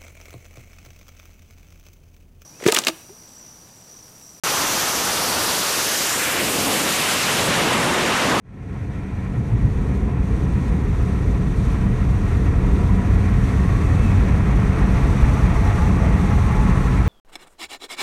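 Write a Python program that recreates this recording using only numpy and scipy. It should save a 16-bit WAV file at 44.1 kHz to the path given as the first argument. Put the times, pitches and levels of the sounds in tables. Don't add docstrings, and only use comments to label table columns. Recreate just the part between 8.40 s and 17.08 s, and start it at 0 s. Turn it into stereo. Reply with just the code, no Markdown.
import sys
import numpy as np
from scipy import signal
from scipy.fft import rfft, irfft, next_fast_len
from scipy.io import wavfile
from scipy.ndimage import uniform_filter1d

SR = 44100
rng = np.random.default_rng(int(sys.argv[2]) if len(sys.argv) > 2 else 0)


def to_wav(s):
    ch = np.atleast_2d(s).T
    pcm = np.round(np.clip(ch, -1, 1) * 32767)
    wavfile.write(sys.argv[1], SR, pcm.astype(np.int16))


N = 382788
TIME = np.arange(N) / SR
FFT_SIZE = next_fast_len(N, real=True)
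BINS_HZ = np.fft.rfftfreq(FFT_SIZE, 1 / SR)


def body(boom_db, drone_db):
    # pitch_hz, relative_db
    boom_tone = [(10, -40), (22, -22), (28, -13.5), (34, -10), (39, -3.5), (48, -2), (56, 1), (70, -2),
                 (90, -11), (150, -42)]
    # pitch_hz, relative_db
    drone_tone = [(50, -22), (68, -8), (86, -1.8), (104, -3.8), (117, -2.3), (134, -2), (148, -6.3),
                  (160, -8.3), (173, -7.5), (184, -6.3), (201, -7.5), (213, -10.3), (240, -13),
                  (282, -13.3), (345, -19.3), (425, -17.3), (500, -23), (700, -38), (1000, -60)]
    boom = cabin_noise(tone_curve(boom_tone), steady_s=0.21)
    drone = cabin_noise(tone_curve(drone_tone), steady_s=0.17)
    return boom * undb(boom_db) + drone * undb(drone_db) + drone_throb(drone_db)


def body_levels(rolling_db):
    # peak_s, gain_db
    heaves = [(0.46, 5), (4.33, 6), (6.83, 5.5), (8.13, 1.5)]
    heave_db = sum(db * swell(peak_s, spread_s=0.019) for peak_s, db in heaves)
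    smooth = smoothness()
    boom_db = -17 + 0.33 * rolling_db - 12.5 * smooth + heave_db
    drone_db = -18 + 0.33 * rolling_db - 5.5 * smooth
    return boom_db, drone_db


def drone_throb(drone_db):
    # peak_s, gain_db
    swells = [(3.41, 7.3), (4.54, 9.7), (5.64, 6), (6.3, 7.2), (7.86, 6.5), (8.25, 14)]
    swell_db = sum(db * swell(peak_s, spread_s=0.037) for peak_s, db in swells)
    band = cabin_noise(resonance(pitch_hz=190, width_hz=17.7), steady_s=0.14)
    throb_db = 4.5 * np.tanh(random_drift(rate_hz=11))
    return band * undb(drone_db - 13 + swell_db + throb_db)


def tyres(roar_db):
    # pitch_hz, relative_db
    roar_tone = [(250, -14), (470, -2), (600, 3), (705, 4.5), (780, -0.5), (840, 1.5), (900, -1.6),
                 (965, 4), (1030, 1), (1090, 1.5), (1190, -8), (1260, -1), (1380, -1.5), (1490, -3),
                 (1610, -1), (1740, -1.5), (1820, -3.5), (1890, 0), (1980, -5.5), (2130, -5.5),
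                 (2290, -7.5), (2390, -8), (2700, -11), (2850, -13), (4200, -28.5), (6000, -28)]
    # peak_s, spread_s, pitch_hz, width_hz, level_db
    tread_notes = [(1.9, 0.88, 990, 26, -46.5), (2.0, 1.8, 1885, 34, -55), (0.8, 1.3, 715, 26, -50),
                   (1.7, 1.1, 855, 45, -49), (1.3, 0.76, 2400, 100, -55.5), (3.2, 1.3, 3000, 63, -63),
                   (4.4, 0.12, 960, 35, -37.5), (5.38, 0.16, 1110, 34, -38), (5.2, 0.17, 1850, 70, -42.5),
                   (4.6, 0.36, 710, 34, -44), (7.2, 0.17, 686, 36, -36), (7.64, 0.02, 630, 55, -33),
                   (7.45, 0.34, 1175, 51, -35.5), (8.26, 0.21, 1105, 58, -34), (8.5, 0.24, 1000, 45, -38.5),
                   (8.4, 0.28, 1300, 48, -40.5), (7.9, 0.43, 2120, 70, -46)]
    tone = tone_curve(roar_tone) * reflections(decay_s=0.1, echo_db=-16)
    out = cabin_noise(tone, steady_s=0.82) * undb(roar_db)
    grit = cabin_noise(resonance(pitch_hz=1159, width_hz=97), steady_s=0.26)
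    out += grit * (1 - smoothness()) * undb(roar_db - 10)
    for peak_s, spread_s, pitch_hz, width_hz, level_db in tread_notes:
        ring = cabin_noise(resonance(pitch_hz, width_hz), steady_s=0.15)
        ring = wander(ring, pitch_share=0.012)
        waver_db = 1.7 * random_drift(rate_hz=14)
        follow_db = roar_db - np.interp(peak_s, TIME, roar_db)
        out += ring * swell(peak_s, spread_s) * undb(level_db + waver_db + follow_db)
    patches_db = 0.41 * random_drift(rate_hz=16) + 0.9 * random_drift(rate_hz=59)
    return out * undb(patches_db)


def roar_level(rolling_db):
    # peak_s, spread_s, gain_db
    stretches = [(1.4, 0.95, 0.6), (5.65, 0.12, 0.8), (8.5, 0.14, 0)]
    stretch_db = sum(db * swell(peak_s, spread_s) for peak_s, spread_s, db in stretches)
    return -28.5 + rolling_db - 0.5 * smoothness() + stretch_db


def bumps(rise_s, wobble_rad):
    # start_s, level_db, pitch_hz
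    hits = [(0.965, -10.5, 119.5), (1.12, -7.5, 111), (1.24, -9.5, 108)]
    out = np.zeros(N)
    for start_s, level_db, pitch_hz in hits:
        age_s = np.maximum(TIME - start_s, 0)
        thud = (age_s / rise_s * np.exp(1 - age_s / rise_s)) ** 2
        ring = np.sin(2 * np.pi * pitch_hz * age_s + wobble_rad * random_drift(rate_hz=44))
        out += undb(level_db) * thud * ring
    return out


def engine(drone_db, crank_hz):
    # cycles_per_turn, level_db
    hum_tones = [(2, -28), (2.5, -48), (4, -36), (6, -50)]
    turns = np.cumsum(crank_hz * (1 + 0.00605 * random_drift(rate_hz=2.074))) / SR
    hum = np.zeros(N)
    for cycles_per_turn, level_db in hum_tones:
        waver_db = 3.0 * random_drift(rate_hz=5)
        hum += undb(level_db + waver_db) * np.sin(2 * np.pi * cycles_per_turn * turns)
    pull_db = 4 * swell(peak_s=5.2, spread_s=0.84)
    return hum * undb(drone_db - np.median(drone_db) + pull_db)


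def whine():
    # time_s, level_db
    loudness = [(5.3, -62), (6.55, -41), (6.97, -35), (7.08, -38), (7.25, -31.5), (7.37, -37),
                (7.45, -26.5), (7.55, -36), (7.85, -36), (8.25, -35.5), (8.6, -39.5)]
    note = cabin_noise(resonance(pitch_hz=851, width_hz=20), steady_s=0.17)
    note = wander(note, pitch_share=0.014)
    level_db = np.interp(TIME, *np.transpose(loudness), left=-np.inf)
    return note * undb(level_db + 2.0 * random_drift(rate_hz=12))


def wind(rolling_db):
    # pitch_hz, relative_db
    hiss_tone = [(1500, -7.5), (2700, -2), (3400, 0.5), (4700, -5.5), (6100, -3), (7000, -6), (7700, -7),
                 (8600, -9.5), (10000, -4), (10700, -6.5), (11400, -12), (12200, -18), (13000, -24)]
    # peak_s, spread_s, gain_db
    gusts = [(0.4, 0.44, -3.5), (1.78, 0.043, -4), (2.75, 0.17, 1.2), (3.8, 0.16, 0.5), (4.65, 0.15, 0.5),
             (6.0, 0.12, -1), (6.55, 0.1, 0.5), (7.1, 0.19, 2), (7.7, 0.067, 0), (8.55, 0.25, 1.5)]
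    gust_db = sum(db * swell(peak_s, spread_s) for peak_s, spread_s, db in gusts)
    tone = tone_curve(hiss_tone) * reflections(decay_s=0.1, echo_db=-14)
    swirl_db = 0.77 * random_drift(rate_hz=6) + 0.33 * random_drift(rate_hz=20)
    swirl_db += 0.79 * random_drift(rate_hz=80)
    seal = cabin_noise(resonance(pitch_hz=5800, width_hz=360), steady_s=0.3)
    seal *= swell(peak_s=7.1, spread_s=0.5) * undb(-55)
    hiss = cabin_noise(tone, steady_s=0.32) * undb(-43 + 0.79 * rolling_db + gust_db)
    return (hiss + seal) * undb(swirl_db)


def squeak():
    # time_s, pitch_hz, level_db
    course = [(5.42, 2670, -52), (5.48, 2585, -46), (5.53, 2560, -53), (5.58, 2600, -43),
              (5.635, 2660, -37), (5.668, 2570, -35), (5.72, 2570, -41), (5.78, 2610, -52),
              (5.87, 2530, -44), (5.99, 2560, -53)]
    time_s, hz, db = np.transpose(course)
    pitch_hz = np.interp(TIME, time_s, hz) * (1 + 0.007 * random_drift(rate_hz=150))
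    level_db = np.interp(TIME, time_s, db, left=-np.inf, right=-np.inf)
    level_db += 0.5 * random_drift(rate_hz=76)
    return np.sin(2 * np.pi * np.cumsum(pitch_hz) / SR) * undb(level_db)


def rolling_level(peak_s, build_db_per_s, ease_db_per_s):
    before_s, after_s = np.maximum(peak_s - TIME, 0), np.maximum(TIME - peak_s, 0)
    return -build_db_per_s * before_s - ease_db_per_s * after_s


def smoothness(halfway_s=0.97, crossing_s=0.55):
    return np.clip(0.5 - (TIME - halfway_s) / crossing_s, 0, 1)


def reflections(decay_s, echo_db):
    tail = rng.standard_normal(N) * undb(np.maximum(-60 * TIME / decay_s, -200))
    echo = rfft(tail / np.linalg.norm(tail), FFT_SIZE)
    echo_gain = undb(echo_db) * BINS_HZ ** 2 / (BINS_HZ ** 2 + 1300 ** 2)
    return 1 + echo_gain * echo


def microphone_paths():
    # pitch_hz, left_lead_rad, shared_part (0 to 1), left_minus_right_db
    stereo_field = [(60, -0.5, 0.99, -2.6), (260, -0.1, 0.9, -2.6), (370, -0.0, 0.47, -2.1),
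                    (620, 2.2, 0.93, -0.6), (730, 1.35, 0.8, -1.0), (830, 1.7, 0.8, -1.0),
                    (970, 1.8, 0.8, -1.0), (1100, 1.5, 0.75, -0.8), (1215, 2.0, 0.78, -0.7),
                    (1290, 0.7, 0.5, -2.5), (1370, -0.1, 0.3, -3.5), (1500, -2.8, 0.54, -3.9),
                    (1750, -2.3, 0.52, -4.0), (2000, -0.6, 0.37, -4.2), (2400, 0.6, 0.48, -4.8),
                    (2900, 2.7, 0.54, -2.9), (4000, 5.9, 0.31, -2.8), (5000, 9.2, 0.49, 0.5),
                    (5400, 9.9, 0.49, -0.3), (5900, 12.4, 0.57, -0.4), (6650, 12.8, 0.31, -2.6),
                    (7250, 9.6, 0.13, 0.1), (7900, 6.5, 0.57, 0.2), (8800, 6.1, 0.86, 0.5),
                    (9800, 3.3, 0.95, 0.1), (10300, 3.1, 0.98, 0.1), (11250, 1.4, 0.66, 0.4),
                    (11800, 0.0, 0.98, 0.1)]
    hz, *columns = np.transpose(stereo_field)
    lead_rad, shared_part, balance_db = (np.interp(BINS_HZ, hz, column) for column in columns)
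    sides = np.array([[0.5], [-0.5]])
    balance = undb(sides * balance_db)
    shared = np.sqrt(shared_part) * np.exp(1j * sides * lead_rad)
    return shared * balance, np.sqrt(1 - shared_part) * balance


def cabin_noise(tone, steady_s):
    white = rfft(rng.standard_normal((3, FFT_SIZE)))
    noise = irfft(tone * (SHARED * white[0] + SCATTERED * white[1:]), FFT_SIZE)[:, :N]
    power = np.mean(noise ** 2, axis=0)
    return noise / np.sqrt(blur(power, int(steady_s * SR)))


def tone_curve(table):
    hz, db = np.transpose(table)
    return undb(np.interp(np.log(BINS_HZ + 1), np.log(hz), db, left=-np.inf, right=-np.inf))


def resonance(pitch_hz, width_hz):
    return 1 / (1 + ((BINS_HZ - pitch_hz) / width_hz) ** 2)


def wander(sound, pitch_share):
    position = np.cumsum(1 + pitch_share * random_drift(rate_hz=12))
    return np.array([np.interp(position, np.arange(N), side) for side in sound])


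def swell(peak_s, spread_s):
    return np.exp(-((TIME - peak_s) / (2 * spread_s)) ** 2)


def random_drift(rate_hz):
    hold = int(SR / rate_hz)
    steps = np.repeat(rng.standard_normal(N // hold + 1), hold)
    curve = blur(steps, hold)[:N]
    return curve / curve.std()


def blur(curve, samples):
    return uniform_filter1d(uniform_filter1d(curve, samples), samples)


def undb(db):
    return 10 ** (np.asarray(db) / 20)


SHARED, SCATTERED = microphone_paths()


def scene():
    rolling_db = rolling_level(peak_s=6.63, build_db_per_s=1.98, ease_db_per_s=0.47)
    boom_db, drone_db = body_levels(rolling_db)
    direct = engine(drone_db, crank_hz=47.02) + bumps(rise_s=0.016, wobble_rad=0.33) + squeak()
    direct = irfft(SHARED * rfft(direct, FFT_SIZE), FFT_SIZE)[:, :N]
    return body(boom_db, drone_db) + direct + tyres(roar_level(rolling_db)) + whine() + wind(rolling_db)


def record(dry):
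    fade_s, start_gain = 0.36, undb(-29)
    peak_limit, top_hz = 0.9, 12500
    fade = start_gain + (1 - start_gain) * np.minimum(TIME / fade_s, 1) ** 1.26
    rounded = dry / (1 + (dry / peak_limit) ** 6) ** (1 / 6)
    treble_cut = signal.ellip(10, 0.2, 80, top_hz, fs=SR, output="sos")
    return signal.sosfilt(treble_cut, rounded * fade)


dry = scene()
out = record(dry)
to_wav(out)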